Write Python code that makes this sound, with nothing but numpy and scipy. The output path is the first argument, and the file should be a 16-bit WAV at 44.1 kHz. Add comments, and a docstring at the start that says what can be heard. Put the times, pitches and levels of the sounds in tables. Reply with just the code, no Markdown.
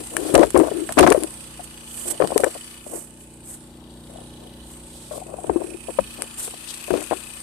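"""Fingers knock, judder and rub on a hand-held camera's case, next to the left microphone.
Each knock rings the case, and the hardest drive a limiter. The seams click, the grip crackles,
jolts rumble, and skin brushes over the ports, which ring near 9 kHz.
Behind this a small inverter generator idles on a picnic table outdoors as the camera moves around it:
its firings hum and puff, its valves ping their cover and its fan blows cooling air."""
import sys
import numpy as np
from scipy import signal
from scipy.fft import rfft, irfft, next_fast_len
from scipy.io import wavfile
from scipy.ndimage import uniform_filter1d, minimum_filter1d, map_coordinates

SR = 44100
rng = np.random.default_rng(int(sys.argv[2]) if len(sys.argv) > 2 else 0)


def to_wav(s):
    """Save 16-bit WAV."""
    ch = np.atleast_2d(s).T  # columns
    pcm = np.round(np.clip(ch, -1, 1) * 32767)  # PCM
    wavfile.write(sys.argv[1], SR, pcm.astype(np.int16))


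N = 327222


def amp(db):
    """Decibels to gain."""
    return np.exp(np.asarray(db) * np.log(10) / 20)


def unit(x):
    """x scaled to rms 1."""
    return x / np.sqrt(np.mean(x ** 2) + 1e-20)


def peaked(x):
    """x scaled to peak 1 per channel."""
    return x / np.abs(x).max(axis=-1, keepdims=True)


def curves(rows):
    """One value per sample for each column after the time."""
    times, *columns = np.transpose(rows)
    return [np.interp(np.arange(N) / SR, times, column) for column in columns]


def wobble(per_s, hop=32):
    """Smooth random curve, per_s knots a second."""
    grid = np.arange(0, N + hop, hop)
    knots = rng.standard_normal(int(N * per_s / SR) + 4)
    return np.interp(np.arange(N), grid, map_coordinates(knots, [grid * per_s / SR]))


def coloured(x, colour):
    """Minimum-phase filter. Each row of a colour: frequency in Hz, gain in dB."""
    n = x.shape[-1]
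    size = 2 * next_fast_len(n // 2 + 4096)
    hz, db = np.transpose(colour)
    gain_db = np.interp(np.log(np.fft.rfftfreq(size, 1 / SR) + 1), np.log(hz), db)
    cepstrum = irfft(np.log(amp(gain_db)))
    cepstrum[1:size // 2] *= 2
    cepstrum[size // 2 + 1:] = 0
    return irfft(rfft(x, size) * np.exp(rfft(cepstrum)), size)[..., :n]


def stereo_noise(colour, shared):
    """Coloured noise of rms 1; a share of its power is common to both microphones."""
    common = np.sqrt(shared) * rng.standard_normal(N)
    separate = np.sqrt(1 - shared) * rng.standard_normal((2, N))
    return unit(coloured(common + separate, colour))


def patchy(x, depth_db=2.4):
    """Turbulence: the level drifts in patches of pitch and time."""
    spectra = signal.stft(x, nperseg=512)[2]
    patches = uniform_filter1d(rng.standard_normal(spectra.shape[1:]), size=4, axis=0)
    patches = uniform_filter1d(patches, size=28, axis=1)
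    return unit(signal.istft(spectra * amp(depth_db * unit(patches)), nperseg=512)[1][:, :N])


def panned(pan_db):
    """Left and right gains of mean 1; pan is left minus right."""
    gains = amp(np.array([pan_db, -pan_db]) / 2).reshape(2, -1)
    return gains / gains.mean(axis=0)


def add(track, start_s, sound):
    """Mix a sound in at start_s."""
    start = max(round(start_s * SR), 0)
    track[..., start:start + sound.shape[-1]] += sound[..., :N - start]


def throb(cycles, lag, sharpness, depth):
    """Gain of rms 1 that swells once per engine cycle."""
    return unit(1 + depth * np.exp(sharpness * (np.cos(2 * np.pi * (cycles - lag)) - 1)))


def stroke(start_s, length_s, attack_s=0.025, t60_s=0.18):
    """Gain that rises, holds to the end of the stroke and dies away."""
    t = np.arange(N) / SR - start_s
    return np.clip(t / attack_s, 0, 1) * amp(-60 * np.clip((t - length_s) / t60_s, 0, 2))


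def bell(x, centre, width):
    """Gaussian weight: 1 at the centre, 1/e one width away."""
    return np.exp(-np.minimum(((x - centre) / width) ** 2, 20))


# Each row: time in seconds, level in dB, pan in dB.
AIR_PATH = [(0.0, -41.5, -1.5), (0.47, -41, -1), (0.52, -47.5, -2), (0.58, -42, 7), (0.72, -45.5, -10),
            (1.15, -42, -1), (1.53, -49, -7), (1.86, -50, 0), (2.07, -49, -5), (2.4, -40, -3.5),
            (2.97, -56.5, -2), (3.62, -54, -5), (3.85, -61.5, -2), (4.25, -54, -6), (4.58, -57.5, -3),
            (4.72, -53, 0), (5.23, -51.5, 3), (5.81, -47.5, -15), (6.2, -48, 2), (6.45, -42.5, 1),
            (7.05, -46, 13), (7.42, -42, 3.5)]
# Each row: frequency in Hz, gain in dB.
AIR_COLOUR = [(2000, -8), (4500, -11.5), (6500, -9.5), (7400, -2.5), (8200, 6.5), (9200, 4), (10500, -2),
              (12000, -16.5), (14000, -21)]
FIZZ_COLOUR = [(5000, -32), (8000, -35), (10000, -4), (12500, 0), (14000, -7)]

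def cooling_air(cycles):
    """Fan air hisses in eddies; its finest fizz dies first as the camera turns aside."""
    air_db, pan_db = curves(AIR_PATH)
    eddies = amp(1.1 * (wobble(5.035) + np.array([wobble(16), wobble(34)])))
    air = amp(air_db + 4.5) * patchy(stereo_noise(AIR_COLOUR, shared=0.0063))
    air *= throb(cycles, lag=0.18, sharpness=6.9, depth=0.99)
    fizz_db = air_db.mean() - 10 + 1.25 * (air_db - air_db.mean())
    fizz = amp(fizz_db) * stereo_noise(FIZZ_COLOUR, shared=0.03)
    return (air + fizz) * eddies * panned(pan_db)


# Each row: frequency in Hz, level in dB, t60 in seconds.
COVER_MODES = [(1767, -1, 0.087), (1994, -4, 0.093), (2478, 7, 0.041), (2574, 11, 0.043), (2700, 12, 0.024),
               (2976, 13, 0.037), (3120, 9.5, 0.019), (3335, 11, 0.027), (3500, 2, 0.025), (3780, 5, 0.022),
               (3905, 7, 0.024), (4090, 6, 0.015), (4493, 7.5, 0.058), (4795, 7.5, 0.037)]
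# Directional cover rings. Each row: time in seconds, low ring in dB, high ring in dB.
RING_PATH = [(0, -1.5, 1), (2.5, -7.5, -7), (3.3, 3.5, -2), (4.0, -20, 8), (4.6, -6, 9), (5.2, 5.5, 5),
             (5.8, 9, 5), (6.55, -4, -1), (6.85, 5.5, 0), (7.42, 6.5, 5)]
# Closings and rebounds. Each row: share of the cycle, level in dB, favoured pitch in Hz.
VALVE_STRIKES = [(0.08, 0.5, 2470), (0.18, 2, 3176), (0.84, 0.5, 4020), (0.52, -6.5, 3800)]

def valve_ticks(cycles):
    """Each valve pings its own part of the cover; the modes swell and fade as the camera moves."""
    swell_db, swell_per_s, favour_db = 2.5, 2.383, 7.5
    scatter_db, detune_share, jitter_s = 2.2, 0.005, 0.00009
    track, t = np.zeros(N), np.arange(SR // 16) / SR
    hz, db, t60_s = np.transpose(COVER_MODES)
    decays = amp(db[:, None] - 60 * t / t60_s[:, None]) * (1 - np.exp(-t / 0.0013))
    path_s, low_db, high_db = np.transpose(RING_PATH)
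    knots = rng.standard_normal((len(hz), 64))
    for share, valve_db, favoured_hz in VALVE_STRIKES:
        times = np.interp(np.arange(int(cycles[-1])) + share, cycles, np.arange(N) / SR)
        drift_db = swell_db * np.array([map_coordinates(row, [times * swell_per_s]) for row in knots]).T
        drift_db += np.outer(np.interp(times, path_s, low_db), bell(hz, 2560, width=200))
        drift_db += np.outer(np.interp(times, path_s, high_db), bell(hz, 3700, width=450))
        strike_db = valve_db + favour_db * bell(hz, favoured_hz, width=250)
        for start_s, mode_db in zip(times + rng.normal(0, jitter_s, len(times)), drift_db):
            detune, strength = rng.standard_normal((2, len(hz)))
            modes = decays * np.sin(2 * np.pi * np.outer(hz * (1 + detune_share * detune), t))
            gains = amp(strike_db + mode_db + scatter_db * (strength + rng.standard_normal()))
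            add(track, start_s, gains @ modes)
    return unit(track)


# Each row: time in seconds, level in dB, pan in dB.
CLATTER_PATH = [(0.0, -48, 9), (0.31, -43, 6), (1.61, -45.5, 3.5), (2.31, -43, 2.5), (2.75, -44.5, 9),
                (2.93, -57, 8), (3.29, -58.5, 12), (4.55, -50.5, 1.5), (4.69, -51, -5.5), (5.35, -60.5, -2),
                (6.16, -42.5, -2.5), (6.2, -45, 0), (6.94, -40, 7), (7.42, -46.5, 17)]
# Each row: frequency in Hz, gain in dB.
WHIRR_COLOUR = [(400, -14), (1100, 11.5), (1500, 6), (2100, 1), (2600, 3.5), (3600, 6), (4600, 1.5),
                (5200, -1), (6200, 1.5), (8500, -2.5), (14000, 0)]

def valve_clatter(cycles):
    """Valve ticks over a whirr, loudest in front of the generator's panel."""
    db, pan_db = curves(CLATTER_PATH)
    ticks = np.array([valve_ticks(cycles), valve_ticks(cycles)])
    whirr = patchy(stereo_noise(WHIRR_COLOUR, shared=0.034))
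    whirr *= throb(cycles, lag=0.17, sharpness=9.4, depth=0.17)
    return amp(db - 3) * (ticks + whirr) * panned(pan_db)


# Each row: frequency in Hz, gain in dB.
DRONE_COLOUR = [(400, -9), (520, 2), (620, -1), (720, -12), (870, 7.5), (980, -7), (1110, -2.5),
                (1250, -23), (1500, -4), (1800, -20)]

def housing_drone(cycles, swell_db=3):
    """The housing drones on high multiples of the firing rate, each swelling and fading."""
    total = np.zeros(N)
    firing_hz = cycles[-1] * SR / N
    for order in range(15, 60):
        db = np.interp(order * firing_hz, *np.transpose(DRONE_COLOUR)) + swell_db * wobble(2.97)
        total += amp(db) * np.cos(2 * np.pi * (order * cycles + rng.random()) + 0.5 * wobble(14))
    return unit(total)


# Each row: multiple of the firing rate, level in dB.
EXHAUST_ORDERS = [(2, 2), (4, -2.5), (5, 0), (6, -4), (7, -1), (8, 3.5), (9, -12.5), (10, -2.5), (11, 0.5),
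                  (12, -5.5), (13, -15), (14, -12), (18, -8.5), (19, -10.5)]
# Each row: time in seconds, level in dB, pan in dB.
HUM_PATH = [(0, -44, 5.5), (1.4, -45.5, 4), (2.8, -48.5, 2.5), (3.4, -46, 1.5), (4.3, -43, 1),
            (5.2, -45, 0.5), (6.1, -47, 7.5), (6.7, -50, 2.5), (7.4, -48, 4)]
# Each row: frequency in Hz, gain in dB.
PUFF_COLOUR = [(20, -31), (45, 10), (70, 10.5), (100, 7.5), (170, -5), (330, 2), (450, 3), (600, -1),
               (900, -2), (1500, -31), (3000, -15.5), (8000, -30)]

def engine_hum(cycles, waver_db=1.5, looseness_rad=1.6, low_tone_hz=41):
    """Firings feed the exhaust hum, housing drone and puffs; a faint deep tone lies beneath."""
    hum_db, pan_db = curves(HUM_PATH)
    exhaust_rad = 2 * np.pi * (cycles + 0.1443)  # orders line up loosely as the exhaust opens
    orders = np.zeros(N)
    for order, db in EXHAUST_ORDERS:
        gain = amp(db + waver_db * wobble(3.95))
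        orders += gain * np.cos(order * exhaust_rad + rng.normal(0, looseness_rad) + 0.5 * wobble(11))
    hum = amp(hum_db) * (unit(orders) + amp(-16) * housing_drone(cycles)) * panned(pan_db)
    low_tone = amp(-67.5 + 2 * wobble(2.9)) * unit(np.sin(2 * np.pi * low_tone_hz * np.arange(N) / SR))
    puffs = amp(hum_db - 7.5) * stereo_noise(PUFF_COLOUR, shared=0.84)
    puffs *= throb(cycles, lag=-0.28, sharpness=1.8, depth=0.97)
    return hum + low_tone + puffs


# Each row: time in seconds, firing rate in Hz.
FIRING_RATE = [(0, 30.2), (.5, 30), (.8, 29.8), (1.3, 29.88), (2.3, 29.9), (2.9, 30.32), (3.3, 30.03),
               (4, 30.05), (4.3, 30.13), (5.2, 29.97), (6, 29.72), (6.5, 30), (6.9, 30.3), (7.42, 30.17)]

def generator():
    """A gently hunting four-stroke engine paces the hum, the clatter and the throb of the air."""
    cycles = np.cumsum(curves(FIRING_RATE)[0]) / SR
    return engine_hum(cycles) + valve_clatter(cycles) + cooling_air(cycles)


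# Each row: start in seconds, length in seconds, level in dB.
GRIP_SHIFTS = [(0.19, 0.47, -44), (0.97, 0.25, -43.5), (2.37, 0.28, -48.5), (6.684, 0.41, -43.5)]
# Each row: frequency in Hz, gain in dB.
CRACKLE_COLOUR = [(800, -9), (2000, -1), (4000, -3.5), (6000, -1), (8500, 6.5), (11000, 6), (14000, -13)]

def grip_crackle(slips_per_s=110, spread_db=5.5):
    """Tiny slips of skin and plastic tick at random while the grip shifts."""
    slips = rng.random((2, N)) < slips_per_s / SR
    sizes = amp(spread_db * np.clip(rng.standard_normal((2, N)), -2, 2))
    grip = sum(amp(db) * stroke(start_s, length_s) for start_s, length_s, db in GRIP_SHIFTS)
    return grip * unit(coloured(slips * sizes, CRACKLE_COLOUR)) * panned(pan_db=5)


# Each row: centre in seconds, half length in seconds, level in dB, pan in dB, scrape re hiss in dB.
BRUSHES = [(0.274, 0.058, -36, 0, -8), (1.642, 0.012, -36.5, -16, -22), (2.013, 0.12, -33.5, -6, -22),
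           (2.083, 0.014, -30.5, -14, -20), (2.111, 0.011, -24, -14, -20), (2.411, 0.035, -40, -12, -25),
           (2.959, 0.087, -35.5, -11.5, -38), (3.215, 0.024, -45.5, -6, -23), (3.515, 0.054, -36, 0.5, -26),
           (4.72, 0.07, -46.5, 2, -20), (5.004, 0.14, -46.5, -3, -4.5), (5.159, 0.041, -39.5, 0, -10.5),
           (6.395, 0.014, -29, 1, -19), (6.445, 0.038, -30, 3.5, -14), (6.699, 0.021, -36.5, 12, 1.5),
           (6.746, 0.0054, -38, 10, -1)]
# Each row: frequency in Hz, gain in dB.
PORT_COLOUR = [(700, -3.5), (2000, -7.5), (3500, -17), (5500, -8.5), (7200, 2), (8300, 12), (9500, 6.5),
               (11000, 2), (12500, -0.5), (14000, -8.5)]
SCRAPE_COLOUR = [(800, -20), (2000, -5), (2600, 4), (3400, 18), (4000, 15.5), (4700, 14.5), (5300, 11.5),
                 (9000, 6), (14000, -53)]

def port_brushes():
    """Light strokes of skin hiss in the resonance of the ports; drier ones scrape lower."""
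    track, t = np.zeros((2, N)), np.arange(N) / SR
    hiss = stereo_noise(PORT_COLOUR, shared=0.065)
    scrape = stereo_noise(SCRAPE_COLOUR, shared=0.15)
    for centre_s, half_s, db, pan_db, scrape_db in BRUSHES:
        track += amp(db) * panned(pan_db) * bell(t, centre_s, half_s) * (hiss + amp(scrape_db) * scrape)
    return track * amp(1.8 * wobble(120))


# Each row: start in seconds, level in dB.
JOLTS = [(0.55, -30), (1.005, -19.5), (1.03, -29), (2.217, -32), (0.886, -43), (5.468, -35.5),
         (5.981, -34.5), (6.91, -34.5)]
# Each row: frequency in Hz, gain in dB.
JOLT_COLOUR = [(20, -17), (50, -0.5), (120, -3), (200, 1), (300, -4), (800, -45)]

def jolts():
    """A jolt of the whole camera gives a short dull rumble, stronger on the left."""
    push = sum(amp(db) * stroke(start_s, length_s=0.026, attack_s=0.01) for start_s, db in JOLTS)
    return push * stereo_noise(JOLT_COLOUR, shared=0.28) * panned(pan_db=13)


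# Each row: start in seconds, level in dB, pan in dB, ring in dB, t60 in seconds, crack in dB.
CLICKS = [(0.1674, -4.5, 18, -0.5, 0.003, -11), (0.343, -4, 13, -26, 0.0036, -10),
          (0.3524, -7.5, 7, -8, 0.013, 7), (0.378, -15.5, 13, -17, 0.0045, -10),
          (0.394, -23, 10, -17, 0.0028, 0), (0.435, -26.5, 15, 5, 0.008, 2),
          (0.505, -19, -11, -30, 0.0044, -16), (0.5765, -10, 9, -18, 0.0012, -26),
          (0.592, -19, 16, -19, 0.0026, -10), (0.891, -27, -5, 3, 0.027, -6),
          (0.9224, -17, -6, -26, 0.032, -10), (0.99, 0.5, 3, -8, 0.019, -8), (1.009, -9, 4, -7, 0.0071, -4),
          (1.028, -21, 8, 9, 0.0063, -2), (1.074, -14.5, 15, 2, 0.0048, 5),
          (1.1027, -5, 10, -25, 0.0029, -8), (1.1246, -3.5, 13, -5, 0.0029, -4),
          (1.2355, -9, 9, -34, 0.0015, -26), (2.274, -20, -9, -19, 0.004, -6),
          (2.3776, -6.5, 10, -15, 0.0075, -9.5), (2.381, -19, 9, -10, 0.0052, -3),
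          (2.404, -16, -4, -28, 0.007, -18), (2.443, -1, 18, -8, 0.0036, -23),
          (6.2212, -10, 11, -15.5, 0.0011, -8)]
# Each row: frequency in Hz, level in dB, t60 in seconds.
PANEL_MODES = [(1710, -0.5, 0.0079), (1870, -30, 0.0067), (2300, -13, 0.012), (4540, -7.5, 0.0011)]
# Each row: frequency in Hz, gain in dB.
SNAP_COLOUR = [(300, -17), (800, 9), (1800, 2), (3500, -4), (6500, -0.5), (8500, 17.5), (10000, 14),
               (12500, -0.5), (16000, -6)]
CRACK_COLOUR = [(600, -6), (1800, 2.5), (3000, 0), (4800, -2.5), (6000, -1), (8000, -2), (14000, -20)]

def seam_clicks():
    """The seams of the case creep, then snap or crack; the panel beside them rings briefly."""
    rise_s, tail_db, tail_t60_s, scatter_db = 0.0003, -38, 0.08, 2.5
    track, t = np.zeros((2, N)), np.arange(SR // 20) / SR
    creep_swell = amp(-44 - 60 * t[::-1] / 0.12)
    for start_s, db, pan_db, ring_db, t60_s, crack_db in CLICKS:
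        decay = (1 - np.exp(-t / rise_s)) * (amp(-60 * t / t60_s) + amp(tail_db - 60 * t / tail_t60_s))
        snap = peaked(coloured(rng.standard_normal((2, len(t))) * decay, SNAP_COLOUR))
        crack = peaked(coloured(rng.standard_normal((2, len(t))) * decay, CRACK_COLOUR))
        ring = sum(amp(rng.normal(mode_db, scatter_db) - 60 * t / ring_s) * np.sin(2 * np.pi * hz * t)
                   for hz, mode_db, ring_s in PANEL_MODES)
        creep = unit(coloured(rng.standard_normal((2, len(t))), SNAP_COLOUR)) * creep_swell
        gain = amp(db + 3) * panned(pan_db)
        add(track, start_s - len(t) / SR, gain * creep)
        add(track, start_s, gain * (snap + amp(crack_db) * crack + amp(ring_db) * ring))
    return track


# Each row: start in seconds, length in seconds, level in dB, firmness from 0 to 1.
RUBS = [(-0.02, 0.021, -32.5, 1), (0.109, 0.081, -35.5, 0.57), (0.159, 0.29, -30, 0.83),
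        (0.343, 0.094, -23, 1), (0.574, 0.1, -28.5, 0.83), (0.696, 0.13, -30, 0.99),
        (0.962, 0.079, -17.5, 0.93), (1.07, 0.033, -20.5, 0.95), (1.152, 0.087, -32, 0.75),
        (2.041, 0.097, -37, 0.58), (2.211, 0.036, -27, 0.47), (2.309, 0.16, -34.5, 0.45),
        (2.89, 0.066, -35.5, 0.55), (4.073, 0.14, -48, 0), (4.377, 0.091, -49.5, 0.23),
        (5.121, 0.049, -34, 0), (5.247, 0.39, -43.5, 0.23), (5.43, 0.31, -39, 0.97),
        (6.176, 0.013, -29, 0.4), (6.903, 0.075, -26, 0.9), (7.118, 0.03, -37.5, 0.98)]
# Each row: frequency in Hz, gain in dB.
FIRM_GRIP_COLOUR = [(20, -46), (60, -24), (230, -22), (295, 0.5), (340, 7), (390, -1), (470, -6.5),
                    (620, -15), (760, -20), (900, -35), (1400, -25), (3000, -36), (8000, -70)]
LIGHT_GRIP_COLOUR = [(20, -45), (60, -23), (230, -1), (340, 0), (450, 7.5), (580, 10), (720, 8), (850, -2),
                     (1100, -2.5), (1400, -19), (3000, -60), (8000, -59)]

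def finger_rubs(grain_db=3):
    """Skin sticks and slips, rasping and ringing the case: low under a firm grip, higher if light."""
    slips = rng.standard_normal((3, 2, N)) * amp(grain_db * wobble(110))
    colours = FIRM_GRIP_COLOUR, LIGHT_GRIP_COLOUR, SCRAPE_COLOUR
    firm, light, rasp = (unit(coloured(x, colour)) for x, colour in zip(slips, colours))
    power = np.array([amp(db) * stroke(start_s, length_s) for start_s, length_s, db, _ in RUBS]) ** 2
    firmness = np.array(RUBS)[:, -1]
    ring = np.sqrt(firmness @ power) * firm + np.sqrt((1 - firmness) @ power) * light
    return amp(6) * (ring + amp(-0.5) * power.sum(axis=0) * rasp)


# Each row: frequency in Hz, gain in dB.
SCUFF_COLOUR = [(25, -52), (60, -2.5), (150, -10), (240, -6.5), (330, 6.5), (430, -1), (540, 6.5), (720, 5),
                (830, -6.5), (1100, -6.5), (1300, -26), (1600, -25.5), (2500, -39), (5000, -82),
                (14000, -81)]
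CLACK_COLOUR = [(300, -26), (700, 1), (1050, 5), (1550, 0.5), (2400, -10), (3800, -21.5), (5500, -29.5),
                (14000, -39)]

def thump(hz, t60_s, scuff_db, clack_db, clack_t60_s=0.031):
    """A fingertip hits the case: a ring and a skin scuff, both damped by it, and a plastic clack."""
    t = np.arange(SR // 8) / SR
    decay = (1 - np.exp(-t / 0.001)) * amp(-60 * t / t60_s)
    clack_decay = (1 - np.exp(-t / 0.00038)) * amp(-60 * t / clack_t60_s)
    ring = decay * np.sin(2 * np.pi * hz * t)
    scuff = coloured(rng.standard_normal((2, len(t))) * decay, SCUFF_COLOUR)
    clack = coloured(rng.standard_normal((2, len(t))) * clack_decay, CLACK_COLOUR)
    return peaked(ring) + amp(scuff_db) * peaked(scuff) + amp(clack_db) * peaked(clack)


# Each row: start in seconds, level in dB, ring in Hz, t60 in seconds, scuff in dB, clack in dB,
# judder length in seconds.
KNOCKS = [(0.340, 1.5, 351, 0.034, -7, -20, 0), (0.348, 4, 536, 0.053, 0, -7, 0),
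          (0.353, -2, 405, 0.023, 6, -4, 0.0037), (0.3786, -3, 540, 0.018, -3, -12, 0),
          (0.387, -5, 424, 0.044, -2, -12, 0.00046), (0.395, 2, 324, 0.067, -7, -16, 0.0027),
          (0.4137, -0.5, 516, 0.026, 0, -15, 0.00081), (0.429, 3.5, 559, 0.033, -1.5, -6.5, 0.00006),
          (0.5447, -3.5, 350, 0.047, -10, -15, 0.0022), (0.553, -6.5, 470, 0.032, 4.5, -6, 0.0047),
          (0.561, -2, 516, 0.031, 1, -14, 0.00098), (0.572, -6.5, 414, 0.032, -5, -11, 0.0038),
          (0.588, -2.5, 346, 0.039, -10, -21, 0.0021), (0.598, -1.5, 362, 0.055, -7, -11, 0),
          (0.610, -2, 346, 0.047, -15, -19, 0.0067), (0.632, -14, 510, 0.042, 4, -15, 0.0019),
          (0.648, -17, 598, 0.015, 3, -16, 0), (0.671, -20.5, 680, 0.012, 7, -18, 0.00063),
          (0.682, -17, 650, .015, -2, -14, 0.0042), (0.715, -12, 418, 0.026, -3, -19, 0.0026),
          (0.892, -21.5, 679, 0.021, -1, -7, 0.024), (0.971, -15.5, 650, 0.033, 12.5, -10, 0.00075),
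          (0.978, -2, 336, 0.058, -1, -3, 0.00046), (0.986, -1.5, 714, 0.019, 6, 6, 0.00027),
          (0.993, 3, 326, 0.039, 1, 2, 0.00064), (1.004, 3.5, 370.7, 0.033, -4, -8, 0.004),
          (1.022, -4, 343, 0.021, -10, -21, 0), (1.028, 4, 378, 0.038, 5, 1, 0),
          (1.041, 2.5, 338, .022, 1.5, -7.5, 0.0033), (1.065, -5.5, 569, 0.02, 3, 2, 0.0027),
          (1.074, 0, 723, 0.024, -6, 2, 0.00028), (1.084, -5, 322, 0.041, -10, -22, 0.0021),
          (1.093, -8.5, 365, 0.025, -8, -10, 0.0021), (1.109, 1.5, 418, 0.038, -5, -23, 0.00011),
          (1.119, 0.5, 505, 0.026, -0.5, -4.5, 0.002), (1.146, -6.5, 503, 0.029, -0.5, -15, 0.0013),
          (1.156, -13, 612, 0.037, -17, -15, 0.011), (1.176, -8.5, 369.5, 0.032, -13, -23, 0.0021),
          (1.223, -17.5, 328, 0.058, -11, -26, 0.0053), (1.594, -28, 710, 0.041, -6, -8, 0.0057),
          (2.2012, -8.5, 535, 0.02, -1, -12, 0), (2.2124, -8, 440.4, 0.021, -4, -15, 0.0016),
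          (2.2206, -8, 480, 0.024, 0.5, -3, 0.0029), (2.238, -11, 460, 0.015, -0.5, -21, 0.011),
          (2.305, -17, 700, 0.014, -2, -19, 0.00051), (2.3191, -11.5, 558, 0.033, 0, -26, 0.00059),
          (2.360, -3, 424, 0.041, -5.5, -29, 0), (2.399, -12.5, 563, 0.025, -7, -20, 0),
          (2.4355, -2.5, 486.7, 0.023, -8.5, -9, 0.0043), (2.463, -13, 520, 0.03, -6, -14, 0.012),
          (2.552, -26, 632.5, 0.028, 1.5, -18, 0.0061), (2.864, -30.5, 612, 0.024, 5, -20, 0.0061),
          (4.157, -33, 640, 0.023, -2, -20, 0.0018), (5.111, -23.5, 600, 0.046, -14, -10, 0.019),
          (5.216, -27, 720, 0.035, -15, -26, 0.0074), (5.339, -23.5, 537, 0.016, 3.5, -27, 0.0033),
          (5.386, -24.5, 727, 0.045, -12, -21, 0), (5.441, -27.5, 445, 0.021, 7.5, -22, 0.0023),
          (5.495, -8, 429.5, 0.022, 2, -16, 0.0014), (5.509, -17.5, 353, 0.071, -13, -20, 0.0098),
          (5.559, -8, 342, 0.075, -7.5, -40, 0.0016), (5.617, -25, 415, 0.028, 6, -24, 0),
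          (5.884, -21, 517, 0.018, -0.5, -26, 0.028), (5.987, -5.5, 540, 0.034, -3, -8.5, 0),
          (6.477, -32, 440, 0.033, 3, 2, 0), (6.537, -31, 566, 0.017, 5.5, -19, 0),
          (6.881, -27.5, 605, 0.024, -1, -18, 0.0092), (6.905, -9.5, 367, 0.063, -4.5, -9, 0.0029),
          (6.9379, -9, 474, 0.024, -5, -13, 0.0011), (6.95, -11.5, 382, 0.039, -4.5, -27, 0.0019),
          (7.016, -28.5, 702, 0.018, 1, -2, 0.0055), (7.111, -7.5, 650, 0.0076, -4, -14, 0.034)]
# The stiff case yields little at low pitch. Each row: frequency in Hz, gain in dB.
CASE_RESPONSE = [(20, -30), (45, 0.5), (100, -8), (190, -1.5), (290, 2), (1000, 2.5), (1500, 2)]

def finger_knocks():
    """Each finger lands with a thump; a juddering one slips up to three times, ever weaker."""
    slip_s, loss_db, jitter_share, detune_share = 0.0073, 2, 0.066, 0.037
    track = np.zeros((2, N))
    for start_s, db, hz, t60_s, scuff_db, clack_db, judder_s in KNOCKS:
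        add(track, start_s, amp(db) * thump(hz, t60_s, scuff_db, clack_db))
        if judder_s < slip_s / 2:
            continue
        for k, (jitter, _, detune) in enumerate(rng.standard_normal((3, 3)), 1):
            gain = np.clip(judder_s / slip_s - k + 1, 0, 1) * amp(db - loss_db * k)
            slip = thump(hz * np.exp(detune_share * detune), t60_s, scuff_db, clack_db)
            add(track, start_s + slip_s * (k + jitter_share * jitter), gain * slip)
    return coloured(track, CASE_RESPONSE)


# Path through the case to the right microphone. Each row: frequency in Hz, gain in dB.
ACROSS_CASE = [(50, -3.5), (170, -6), (330, -22.5), (550, -25.5), (900, -17.5), (2000, -9.5), (6000, 3)]

def scene():
    """Fingers work at the left microphone, over the generator; little of their ring crosses the case."""
    background = generator()
    left, right = finger_knocks() + finger_rubs()
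    fingers = np.array([left, coloured(right, ACROSS_CASE)])
    return background + fingers + jolts() + seam_clicks() + grip_crackle() + port_brushes()


def record(dry, ceiling=0.96, window_s=0.002, top_hz=14400):
    """A fast limiter per channel, then a steep low-pass."""
    window = round(window_s * SR)
    needed_gain = ceiling / np.maximum(np.abs(dry), ceiling)
    limited = dry * uniform_filter1d(minimum_filter1d(needed_gain, window), window // 2)
    size = next_fast_len(N + SR // 2)
    low_pass = 1 / (1 + (np.fft.rfftfreq(size, 1 / SR) / top_hz) ** 80)
    return irfft(rfft(limited, size) * low_pass, size)[:, :N]


dry = scene()
out = record(dry)
to_wav(out)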